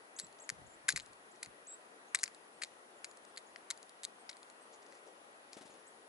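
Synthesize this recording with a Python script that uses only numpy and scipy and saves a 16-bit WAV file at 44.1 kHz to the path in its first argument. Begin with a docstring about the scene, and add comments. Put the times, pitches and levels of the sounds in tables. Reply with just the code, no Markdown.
"""A soft, wide hush of winter air lies under everything: coloured noise, drifting slightly, unlike in each ear.
A small tit on a gloved hand calls, and pecks seeds in a little steel tin: skidding blows ring its modes.
Peeps and answers from the trees are gliding near-sines; thuds, rubbing and rumble of the hand are low noise.
At the end the bird flies off on fading wingbeats, each a pulse of air and a feathery swish.
"""
import sys
import numpy as np
from scipy import signal
from scipy.fft import rfft, irfft, next_fast_len
from scipy.io import wavfile
from scipy.ndimage import uniform_filter1d

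SR = 44100
rng = np.random.default_rng(int(sys.argv[2]) if len(sys.argv) > 2 else 0)


def unload_audio(sound):
    """Save the sound as a 16-bit wav file, at the path given as the first command line argument."""
    columns = np.transpose(np.atleast_2d(sound))
    # keep every value between -1 and 1, then stretch to whole-number steps
    steps = np.round(np.clip(columns, -1, 1) * 32767)
    wavfile.write(sys.argv[1], SR, steps.astype(np.int16))


N = 268348


def gain_of(db):
    """Decibels to amplitude."""
    return 10 ** (np.asarray(db) / 20)


def evened(x):
    """Scales to rms 1."""
    return x / np.sqrt(np.mean(x ** 2) + 1e-20)


def read(points, hz):
    """A spectrum joined by straight lines on a log-frequency axis."""
    f, value = np.transpose(points)
    return np.interp(np.log(hz + 1), np.log(f + 1), value)


def add(mix, s, sound):
    """Mixes a sound in at time s."""
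    part = mix[max(round(s * SR), 0):][:len(sound)]
    part += sound[:len(part)]


def passband(low_hz, high_hz, order=2):
    """Design of a causal band-pass."""
    return signal.butter(order, [low_hz, min(high_hz, .49 * SR)], "band", fs=SR, output="sos")


def band(x, low_hz, high_hz, order=2):
    """Causal band-pass."""
    return signal.sosfilt(passband(low_hz, high_hz, order), x)


def ring(x, hz, width_hz):
    """One resonance with a peak gain of 1."""
    return signal.lfilter(*signal.iirpeak(hz, hz / width_hz, fs=SR), x)


def strokes(rows):
    """Level curve of smooth swells, one a row: middle, length, level."""
    level = np.zeros(N)
    for s, length, db in rows:
        swell = np.hanning(max(int(length * SR), 8))
        add(level, s - len(swell) / 2 / SR, gain_of(db) * swell)
    return level


def aftermath(rows, rise_s, decay_s):
    """Level curve that rises quickly at each (s, dB) and dies away; overlaps add in power."""
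    power, t = np.zeros(N), np.arange(SR) / SR
    for s, db in rows:
        level = gain_of(db) * (1 - np.exp(-t / rise_s)) * np.exp(-t / decay_s)
        add(power, s, level ** 2)
    return np.sqrt(power)


def ticks(count, per_s, spread_db):
    """Tiny random snaps, a few larger than the rest."""
    struck = rng.random(count) < per_s / SR
    sign = rng.choice([-1, 1], count)
    return struck * sign * gain_of(spread_db * np.minimum(rng.exponential(1, count), 3))


# tonal balance of the still air: f/Hz, density/dB (relative, per Hz)
AIR_COLOUR = [(25, -46), (55, -40), (90, -19), (130, -20), (212, -7), (397, -1), (700, -1), (1740, -9.5),
              (2100, -13), (5250, -21), (8660, -21.5), (10100, -19.5), (11050, -23.5), (11500, -63),
              (12500, -80)]
# likeness of left and right: f/Hz, correlation/1
AIR_LIKENESS = [(60, 1), (130, 0.71), (270, 0.97), (580, 0.42), (1200, -0.37), (2600, -0.5), (5500, -0.016),
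                (11000, 0.39)]
# lean of the air to the left: f/Hz, left minus right/dB
AIR_LEAN = [(60, 0.5), (110, 0.5), (190, 1.1), (350, 4.0), (630, 6.3), (1130, 3.3), (2030, 2.3),
            (3650, 0.38), (6560, 1.3), (11800, 4.1)]
# narrow bands lifted in the hiss: f/Hz, width/Hz, lift/dB
HISS = [(1923, 71, 7.5), (10250, 1280, 8)]
AIR_DB = -62  # rms of the two ears' mean


def air(patchy_db=1.0):
    """A far, even hush: noise with a fixed colour whose level drifts a little in time and pitch."""
    frames, hz = N // 512 + 5, np.fft.rfftfreq(2048, 1 / SR)
    a, b, c, d, patches = rng.standard_normal((frames, len(hz), 5)).T
    patches = evened(uniform_filter1d(uniform_filter1d(patches, 20, 0), 10, 1))
    same = np.clip(read(AIR_LIKENESS, hz), -1, 1)[:, None]
    side = gain_of(read(AIR_LEAN, hz))[:, None]
    left = a + 1j * b
    right = same * left + np.sqrt(1 - same ** 2) * (c + 1j * d)
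    # keep the colour of the two ears' mean whatever their likeness
    ears = np.array([side * left, right]) / np.sqrt(1 + side ** 2 + 2 * same * side)
    lift_db = sum(db * np.exp(-(2 * (hz - f) / width) ** 2) for f, width, db in HISS)
    colour_db = read(AIR_COLOUR, hz) + lift_db
    spectrum = ears * gain_of(colour_db[:, None] + patchy_db * patches)
    hush = signal.istft(spectrum, nperseg=2048, noverlap=1536)[1][:, :N]
    return hush / hush.mean(0).std() * gain_of(AIR_DB)


# the hand trembles: at rest/dB, re a bump/dB, re a peck/dB, at take-off/dB
REST_DB, BUMP_SHAKE_DB, PECK_SHAKE_DB, TAKEOFF_SHAKE_DB = -105, -15.5, -49, -80
SHAKE_RISE_S, SHAKE_DECAY_S = 0.011, 0.083


def handling(lumpy_db=4.5):
    """Low, uneven rumble of the hand, stirred by every bump, peck and the take-off."""
    shared, left, right = band(rng.standard_normal((3, N)), 42, 169, order=3)
    tremor = evened(band(rng.standard_normal(N), 2.4, 13))
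    jolts = [(s, db + BUMP_SHAKE_DB) for s, db, _ in HAND_BUMPS]
    jolts += [(s, db + PECK_SHAKE_DB) for s, db, *_ in BEAK_PECKS]
    jolts += [(TAKEOFF_S, TAKEOFF_SHAKE_DB)]
    level = gain_of(REST_DB) + aftermath(jolts, SHAKE_RISE_S, SHAKE_DECAY_S)
    rumble = evened(shared + 1.16 * np.array([left, right]))
    return rumble * level * gain_of(lumpy_db * np.tanh(tremor))


def whistle(hz, waver=0.0046, half_db=-19):
    """The syrinx sings a near sine; on a held pitch alternate cycles differ: a faint octave below."""
    hz = uniform_filter1d(hz, 130)
    drift = evened(uniform_filter1d(rng.standard_normal(len(hz)), 90))
    held = np.exp(-(np.gradient(hz) * SR / 30000) ** 2)
    phase = 2 * np.pi * np.cumsum(hz * (1 + waver * drift)) / SR
    octave_below = gain_of(half_db) * held * np.sin(phase / 2)
    return np.sqrt(2) * (np.sin(phase) + octave_below)


# calls that flick up, overshoot and hold: t/s, length/s, flick level/dB, held level/dB
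FLICKED_CALLS = [(0.162, 0.094, -46, -60.5), (1.667, .083, -56, -54)]
CALL_START_HZ, CALL_HOLD_HZ, CALL_SWING_HZ, CALL_SETTLE_S = 5930, 7670, 30, .011
FLICK_S = 0.0064  # passage from flick to held level


def long_calls():
    """An upward flick, louder or softer than the hold, overshoots and settles like a damped spring."""
    out = np.zeros(N)
    for s, length, flick_db, hold_db in FLICKED_CALLS:
        t = np.arange(0, length, 1 / SR)
        swing = np.exp(-t / CALL_SETTLE_S) * np.cos(2 * np.pi * CALL_SWING_HZ * t)
        hz = CALL_HOLD_HZ + (CALL_START_HZ - CALL_HOLD_HZ) * swing
        level_db = hold_db + (flick_db - hold_db) * np.exp(-(t / FLICK_S) ** 2)
        add(out, s, whistle(hz) * gain_of(level_db) * signal.windows.tukey(len(t), .1))
    return out


# wall ring, moving with the spot struck, before detuning: multiple of wall pitch/1, width/Hz, level/dB
WALL_MODES = [(.76, 500, -10), (.9, 380, 1.5), (1, 415, 2), (1.17, 490, 0)]
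# rim ring, damped by seeds and glove, before RIM_PITCH and detuning: f/Hz, width/Hz, level/dB
RIM_MODES = [(6450, 650, -5), (6950, 390, 1.5), (7490, 280, -1.5), (8130, 380, 2.5), (8350, 350, 2.5),
             (10230, 150, -1.5), (10820, 350, -4.5)]
RIM_PITCH = 0.98
# the range in which each part of the tin sounds: low f/Hz, high f/Hz
FLOOR_RANGE_HZ, WALL_RANGE_HZ, RIM_RANGE_HZ = (1096, 2600), (3120, 6230), (5560, 11800)


def clicks(contacts, floor_width_hz=520, skid=0.16, swell=0.056, swell_s=0.0011, snap=0.27,
           wall_snap=0.21, knock=0.048, uneven_db=2.5, detune=0.027):
    """A sharp blow, with a brief noisy swell into it and a short skid, rings floor, wall and rim."""
    out, t = np.zeros(N), np.arange(-128, 640) / SR
    ranges = passband(*FLOOR_RANGE_HZ), passband(*WALL_RANGE_HZ), passband(*RIM_RANGE_HZ, order=3)

    def answer(blow, modes, pitch):
        """Each mode answers with a slightly random level and pitch at every contact."""
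        total = 0
        for k, (f, width, db) in enumerate(modes):
            gain = (-1) ** k * gain_of(db + uneven_db * rng.standard_normal())
            hz = f * pitch * (1 + detune * rng.uniform(-1.34, 1))
            total = total + gain * ring(blow, hz, width)
        return total

    for s, db, floor_db, rim_db, floor_hz, wall_hz, skid_s in contacts:
        rub = np.where(t < 0, swell * np.exp(-abs(t) / swell_s), skid * np.exp(-abs(t) / skid_s))
        blow = (t == 0) + rub * rng.standard_normal(len(t))
        # a blow that reaches the bare floor rings lower and longer than one cushioned by seeds
        floor = ring(blow, floor_hz, floor_width_hz * min(floor_hz / 2000, 1) ** 4)
        # the dry snap of the husk fills the valleys between the modes
        rings = (floor + knock * blow,
                 answer(blow, WALL_MODES, wall_hz) + wall_snap * blow,
                 answer(blow, RIM_MODES, RIM_PITCH) + snap * blow)
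        click = np.zeros(len(t))
        for sos, x, part_db in zip(ranges, rings, (floor_db, 0, rim_db)):
            part = signal.sosfilt(sos, x)
            click += gain_of(db + part_db) * part / np.linalg.norm(part)
        add(out, s + t[0], click * np.sqrt(SR / 1000))  # levels are energy spread over a millisecond
    return out


# spacing of the jostled seeds, their fall over a rattle, their unevenness
RATTLE_STEP_S, RATTLE_FADE_DB, RATTLE_SPREAD_DB = .0042, -8.5, 4.5
RATTLE_FLOOR_DB, RATTLE_RIM_DB = -4, 0  # re their level on the wall
LIGHT_FLOOR_HZ, LIGHT_WALL_HZ = 2130, 4450  # how the tin answers a light knock
GRIP_SKID_S, STRIKE_SKID_S, SEED_SKID_S = 0.00038, 0.00054, 0.00095  # decay of each sliding contact


def rattle(s, db, length, count=9):
    """Jostled seeds knock at uneven steps, on the whole ever more weakly."""
    for k, (late, strength, spot) in enumerate(rng.uniform(-1, 1, (count, 3))):
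        after = RATTLE_STEP_S * (k + 1 + .3 * late)
        fall_db = RATTLE_FADE_DB * min(after / length, 3) ** 2 + RATTLE_SPREAD_DB * strength
        floor_hz, wall_hz = LIGHT_FLOOR_HZ * (1 + 0.091 * spot), LIGHT_WALL_HZ * (1 - 0.082 * spot)
        yield s + after, db + fall_db, RATTLE_FLOOR_DB, RATTLE_RIM_DB, floor_hz, wall_hz, SEED_SKID_S


# beak strikes, each with a second closing and a rattle of seeds:
# t/s, strike level on the wall/dB, floor re wall/dB, rim re wall/dB, floor f/Hz, wall f/Hz,
# grip delay/s, grip re strike/dB, rattle re strike/dB, rattle length/s
BEAK_PECKS = [(0.188, -45, -13, 1.5, 2060, 4550, .0028, 4, 3, 0.0064),
              (0.1985, -35.5, -10.5, 2, 1970, 5100, .0056, -18, -18, 0.018),
              (0.4919, -37, 2, 2.5, 2000, 4740, 0.0082, 0.5, -28, 0.0089),
              (0.8838, -37.5, 3, 4, 2000, 4450, .002, 1, -12, .004),
              (0.8884, -29, 5.5, 5.5, 1660, 4260, .0019, -1, -6, 0.027),
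              (0.9612, -37, 5, 4, 2060, 4200, .014, -5, -2, .018),
              (.9991, -41, -7, -5, 2130, 4170, .0069, -7, -22, .01),
              (1.429, -43.5, -0.5, 3, 2120, 4270, .002, 3.5, -5, 0.019),
              (2.1479, -31.5, 7.5, 9.5, 1890, 4660, .006, -15, 1.5, 0.009),
              (2.189, -43, -5, -0.5, 2200, 4100, 0.0077, -6, -16, .01),
              (2.2329, -33.5, 0, 6.5, 2060, 4800, 0.0052, 2.5, -14, .01),
              (2.2578, -45.5, -7, -14, 1990, 4600, .0038, 0.5, -11, 0.0089),
              (2.6184, -46.5, 5, 0, 2000, 4420, 0.0031, 6, 6, .014),
              (2.6352, -33, -4.5, -4, 2220, 4320, .0121, -13, -5, 0.0055),
              (3.0446, -39, -1.5, 1, 2150, 4550, 0.0042, -10, -13, 0.0095),
              (3.3735, -42, -5, -2.5, 2050, 4250, 0.0039, 0, -9, 0.013),
              (3.5604, -47.5, 4, -11, 1970, 4400, .0015, -15, -20, .004),
              (3.7038, -35.5, -7, 3.5, 2020, 4320, 0.0061, -3, 0.5, 0.0092),
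              (4.0341, -42.5, -9, 2, 2050, 4300, 0.0054, -2, -16, 0.0046),
              (4.0438, -41.5, -12, 1, 2180, 4340, 0.0062, 8, -14, 0.0036),
              (4.2925, -42.5, -7, -13, 2150, 4720, .002, 3, 6, 0.0059)]


def pecks():
    """The beak strikes, grips at the same spot, and stirs the seeds."""
    contacts = []
    for row in BEAK_PECKS:
        s, db, floor_db, rim_db, floor_hz, wall_hz, grip_s, grip_db, rattle_db, rattle_s = row
        spot = floor_db, rim_db, floor_hz, wall_hz
        contacts.append((s, db, *spot, STRIKE_SKID_S))
        contacts.append((s + grip_s, db + grip_db, *spot, GRIP_SKID_S))
        contacts.extend(rattle(s, db + rattle_db, rattle_s))
    return clicks(contacts)


# soft bumps of the hand as the bird shifts: t/s, level/dB, f/Hz
HAND_BUMPS = [(0.231, -58.5, 170), (0.519, -52.5, 130), (.585, -57, 130), (.612, -51.5, 132),
              (0.644, -60, 122), (.84, -61, 150), (0.933, -46.5, 158), (.985, -61, 139), (1.07, -65, 112),
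              (1.47, -61.5, 124)]


def bumps(decay_s=0.011):
    """Dull, quickly damped thuds: a low sine roughened by low noise."""
    out, t = np.zeros(N), np.arange(SR // 8) / SR
    for s, db, hz in HAND_BUMPS:
        thud = np.sin(2 * np.pi * hz * t) + 0.78 * evened(band(rng.standard_normal(len(t)), 51, 255))
        add(out, s, gain_of(db) * thud * (1 - np.exp(-t / 0.0019)) * np.exp(-t / decay_s))
    return out


# light single clicks on the tin: t/s, level on the wall/dB, floor re wall/dB, rim re wall/dB
LIGHT_CLICKS = [(0.246, -56.5, -10, 5), (0.268, -57, -11, 2), (0.326, -60, -7, 3), (0.9241, -39.5, -9, 3),
                (0.9917, -50, 1, -12), (1.0609, -57, -14, 3), (1.132, -57, -14, 1.5), (1.46, -52, 1.5, 2),
                (2.1719, -50, -3, -8), (2.2782, -48, 2.5, 2), (2.347, -54, -16, 2), (3.1127, -57, -13, 3),
                (3.172, -58, -13, 5), (3.2503, -58, -13, 2.5), (3.3622, -52, -16, -6),
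                (3.7224, -54, -5, -10), (3.775, -55, -16, 3), (3.8288, -52.5, -15, 3),
                (3.894, -54, -16, 2.5), (4.3127, -52, -1, -5), (4.3293, -51, -10, -10),
                (4.3686, -54.5, -6, 1), (4.4303, -51.5, -9, -3.5), (4.4998, -55.5, -6, 2),
                (4.9236, -60.5, 6.5, 1), (5.5317, -46.5, -6, 0.5)]


def light_clicks(skid_s=0.0015):
    """Light single clicks on the tin, from seeds or a small peck, each with a longer skid."""
    return clicks((s, db, floor_db, rim_db, LIGHT_FLOOR_HZ, LIGHT_WALL_HZ, skid_s)
                  for s, db, floor_db, rim_db in LIGHT_CLICKS)


# claws and beak scraping: middle t/s, length/s, level/dB
SCRAPES = [(.39, .009, -62), (1.36, .015, -66.5), (2.215, 0.042, -59.5), (4.74, 0.07, -69),
           (4.827, .02, -66), (4.864, 0.019, -65), (4.94, 0.19, -71), (5.075, 0.046, -68),
           (5.54, 0.055, -62)]
# husks settling: level after a peck of -35 dB, dB per dB of the peck, decay
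HUSK_DB, HUSK_FOLLOW, HUSK_S = -66.5, 0.8, 0.042


def scratches():
    """Claws catch and slip, and husks settle after each peck, in clusters of ticks."""
    settling = [(s, HUSK_DB + HUSK_FOLLOW * (db + 35)) for s, db, *_ in BEAK_PECKS]
    husks = aftermath(settling, .004, HUSK_S)
    grit = evened(band(ticks(N, per_s=1300, spread_db=1.5), 3600, 7500))
    return grit * (strokes(SCRAPES) + husks)


# short scooped peeps: t/s, length/s, first f/Hz, last f/Hz, sag in the middle/Hz, level/dB
SCOOPED_PEEPS = [(.397, .016, 5800, 9200, 200, -57.5), (.418, 0.016, 8200, 9000, 1150, -56.5),
                 (.435, 0.022, 7800, 8300, 1500, -62), (0.664, 0.015, 6500, 8250, 300, -65),
                 (0.689, 0.048, 8000, 7800, 798, -70), (.732, .02, 6760, 8400, 300, -66.5),
                 (1.017, .018, 6140, 8500, -600, -63), (1.312, 0.014, 6500, 8600, 250, -66),
                 (1.745, 0.014, 7600, 9100, -400, -63), (5.864, 0.026, 5960, 8000, -900, -63.5)]


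def peeps():
    """Thin contact notes, each one scoop or arch of pitch."""
    out = np.zeros(N)
    for s, length, first_hz, last_hz, sag_hz, db in SCOOPED_PEEPS:
        u = np.linspace(0, 1, int(length * SR))
        hz = first_hz + (last_hz - first_hz) * u - sag_hz * np.sin(np.pi * u)
        add(out, s, whistle(hz) * gain_of(db) * signal.windows.tukey(len(u), .5))
    return out


# short answers from the trees: t/s, length/s, first f/Hz, last f/Hz, level/dB
TREE_ANSWERS = [(2.065, 0.048, 6450, 6850, -75), (2.193, 0.063, 8830, 8300, -63),
                (2.522, 0.06, 8700, 8350, -75), (2.955, 0.051, 7550, 6950, -73.5),
                (3.074, 0.051, 7250, 6870, -70.5), (3.265, 0.048, 8650, 8250, -73),
                (3.462, 0.022, 6700, 6820, -69), (4.178, 0.056, 8750, 8250, -70.5),
                (4.60, 0.058, 8600, 8350, -69.5), (4.725, 0.032, 7170, 6500, -68.5),
                (5.694, 0.046, 7100, 6570, -71)]


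def answers():
    """Short gliding notes, wavering more, from birds further off."""
    out = np.zeros(N)
    for s, length, first_hz, last_hz, db in TREE_ANSWERS:
        hz = np.linspace(first_hz, last_hz, int(length * SR))
        add(out, s, gain_of(db) * whistle(hz, waver=0.015) * signal.windows.tukey(len(hz), .7))
    return out


# soft rubbing on the wool glove: middle t/s, length/s, level/dB
GLOVE_RUBS = [(4.85, 1, -68), (5.083, 0.059, -59.5), (5.15, .12, -67.5), (5.78, 0.41, -69)]


def glove():
    """Wool rubs dully under the bird's feet: swells of band-passed noise."""
    return evened(band(rng.standard_normal(N), 370, 646, order=3)) * strokes(GLOVE_RUBS)


# take-off: the first full wingbeat, then ever fainter ones as the bird leaves
TAKEOFF_S, WINGBEAT_S, PUSH_DB, SWISH_DB, LEAVING_DB_PER_S = 5.566, .0433, -51.5, -58.5, -55


def wings(push_hz=280, push_s=0.0015, swish_at=0.013, swish_s=0.014, eddy_db=-5, count=6):
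    """Each downstroke pushes a pulse of air, then the feathers brush past one another."""
    out, t = np.zeros(N), np.arange(SR // 16) / SR
    for flown_s in np.arange(count) * WINGBEAT_S:
        since = t - .0035
        push = np.sqrt(2) * np.sin(2 * np.pi * push_hz * since) * np.exp(-.5 * (since / push_s) ** 2)
        stroke = np.exp(-.5 * ((t - swish_at) / swish_s) ** 2)
        eddies = gain_of(eddy_db) * evened(band(rng.standard_normal(len(t)), 270, 790)) * stroke
        feathers = ticks(len(t), per_s=3500, spread_db=5)
        swish = evened(band(feathers, 830, 8600, order=1)) * stroke
        beat = gain_of(PUSH_DB) * (push + eddies) + gain_of(SWISH_DB) * swish
        add(out, TAKEOFF_S + flown_s, gain_of(LEAVING_DB_PER_S * flown_s) * beat)
    return out


def place(x, ports):
    """Two close microphone ports hear a source with slightly different level and phase."""
    size = next_fast_len(N, real=True)
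    hz, (f, side_db, lead) = np.fft.rfftfreq(size, 1 / SR), np.transpose(ports)
    left, turn = gain_of(np.interp(hz, f, side_db)), np.exp(.5j * np.interp(hz, f, lead))
    pair = np.array([left * turn, 1 / turn])
    # the mean of the two ports keeps the source's level
    return irfft(rfft(x, size) * pair / abs(pair.mean(0)), size)[:, :N]


def garden(x, t60, delay):
    """Thin scatter from fence and trees: sparse fading echoes, different in each ear."""
    t = np.arange(SR // 2) / SR
    sparse = rng.standard_normal((2, len(t))) * (rng.random((2, len(t))) < .1)
    taps = sparse * gain_of(-60 * t / t60) * (t > delay)
    taps /= np.linalg.norm(taps, axis=1, keepdims=True)
    return signal.fftconvolve(x[None], taps, axes=1)[:, :N]


# how the two ports hear tin, birds and low sounds: f/Hz, left minus right/dB, lead of the left/rad
PORTS_TIN = [(300, 1, 0), (1100, 10, -0.073), (2000, 10.5, -1.54), (3680, 4.5, -1.07), (6500, 4, -.85),
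             (9000, 1, -1.1), (11500, -1.5, -0.14)]
PORTS_BIRD = [(3800, 3.8, -0.88), (8000, 2.2, -0.88)]
PORTS_LOW = [(100, -1.5, 1), (250, 1, 0.72), (600, 13, -0.35), (8000, 2, -0.91)]


def scene():
    """Tin and bird at arm's length; snow swallows nearly all echo."""
    tin = pecks() + light_clicks() + scratches()
    near, far = long_calls() + peeps(), answers()
    close = place(tin, PORTS_TIN) + gain_of(-14.0) * garden(tin, t60=0.02, delay=.002)
    close += gain_of(-31) * garden(tin, t60=0.43, delay=0.012)
    birds = place(near + far, PORTS_BIRD)
    birds += gain_of(-7) * garden(near, t60=.18, delay=.003)
    birds += gain_of(-2) * garden(far, t60=.12, delay=.002)
    low = place(bumps() + wings() + glove(), PORTS_LOW)
    return close + birds + low + handling() + air()


EDGE_HZ = 11180


def record(dry):
    """A band limit: a steep edge near 11 kHz with a very faint level above it."""
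    edge = signal.firwin(241, EDGE_HZ, window=("kaiser", 6), fs=SR)
    faint_top = gain_of(-34) * signal.firwin(241, 16000, fs=SR)
    return signal.oaconvolve(dry, (edge + faint_top)[None], "same")


dry = scene()
out = record(dry)
unload_audio(out)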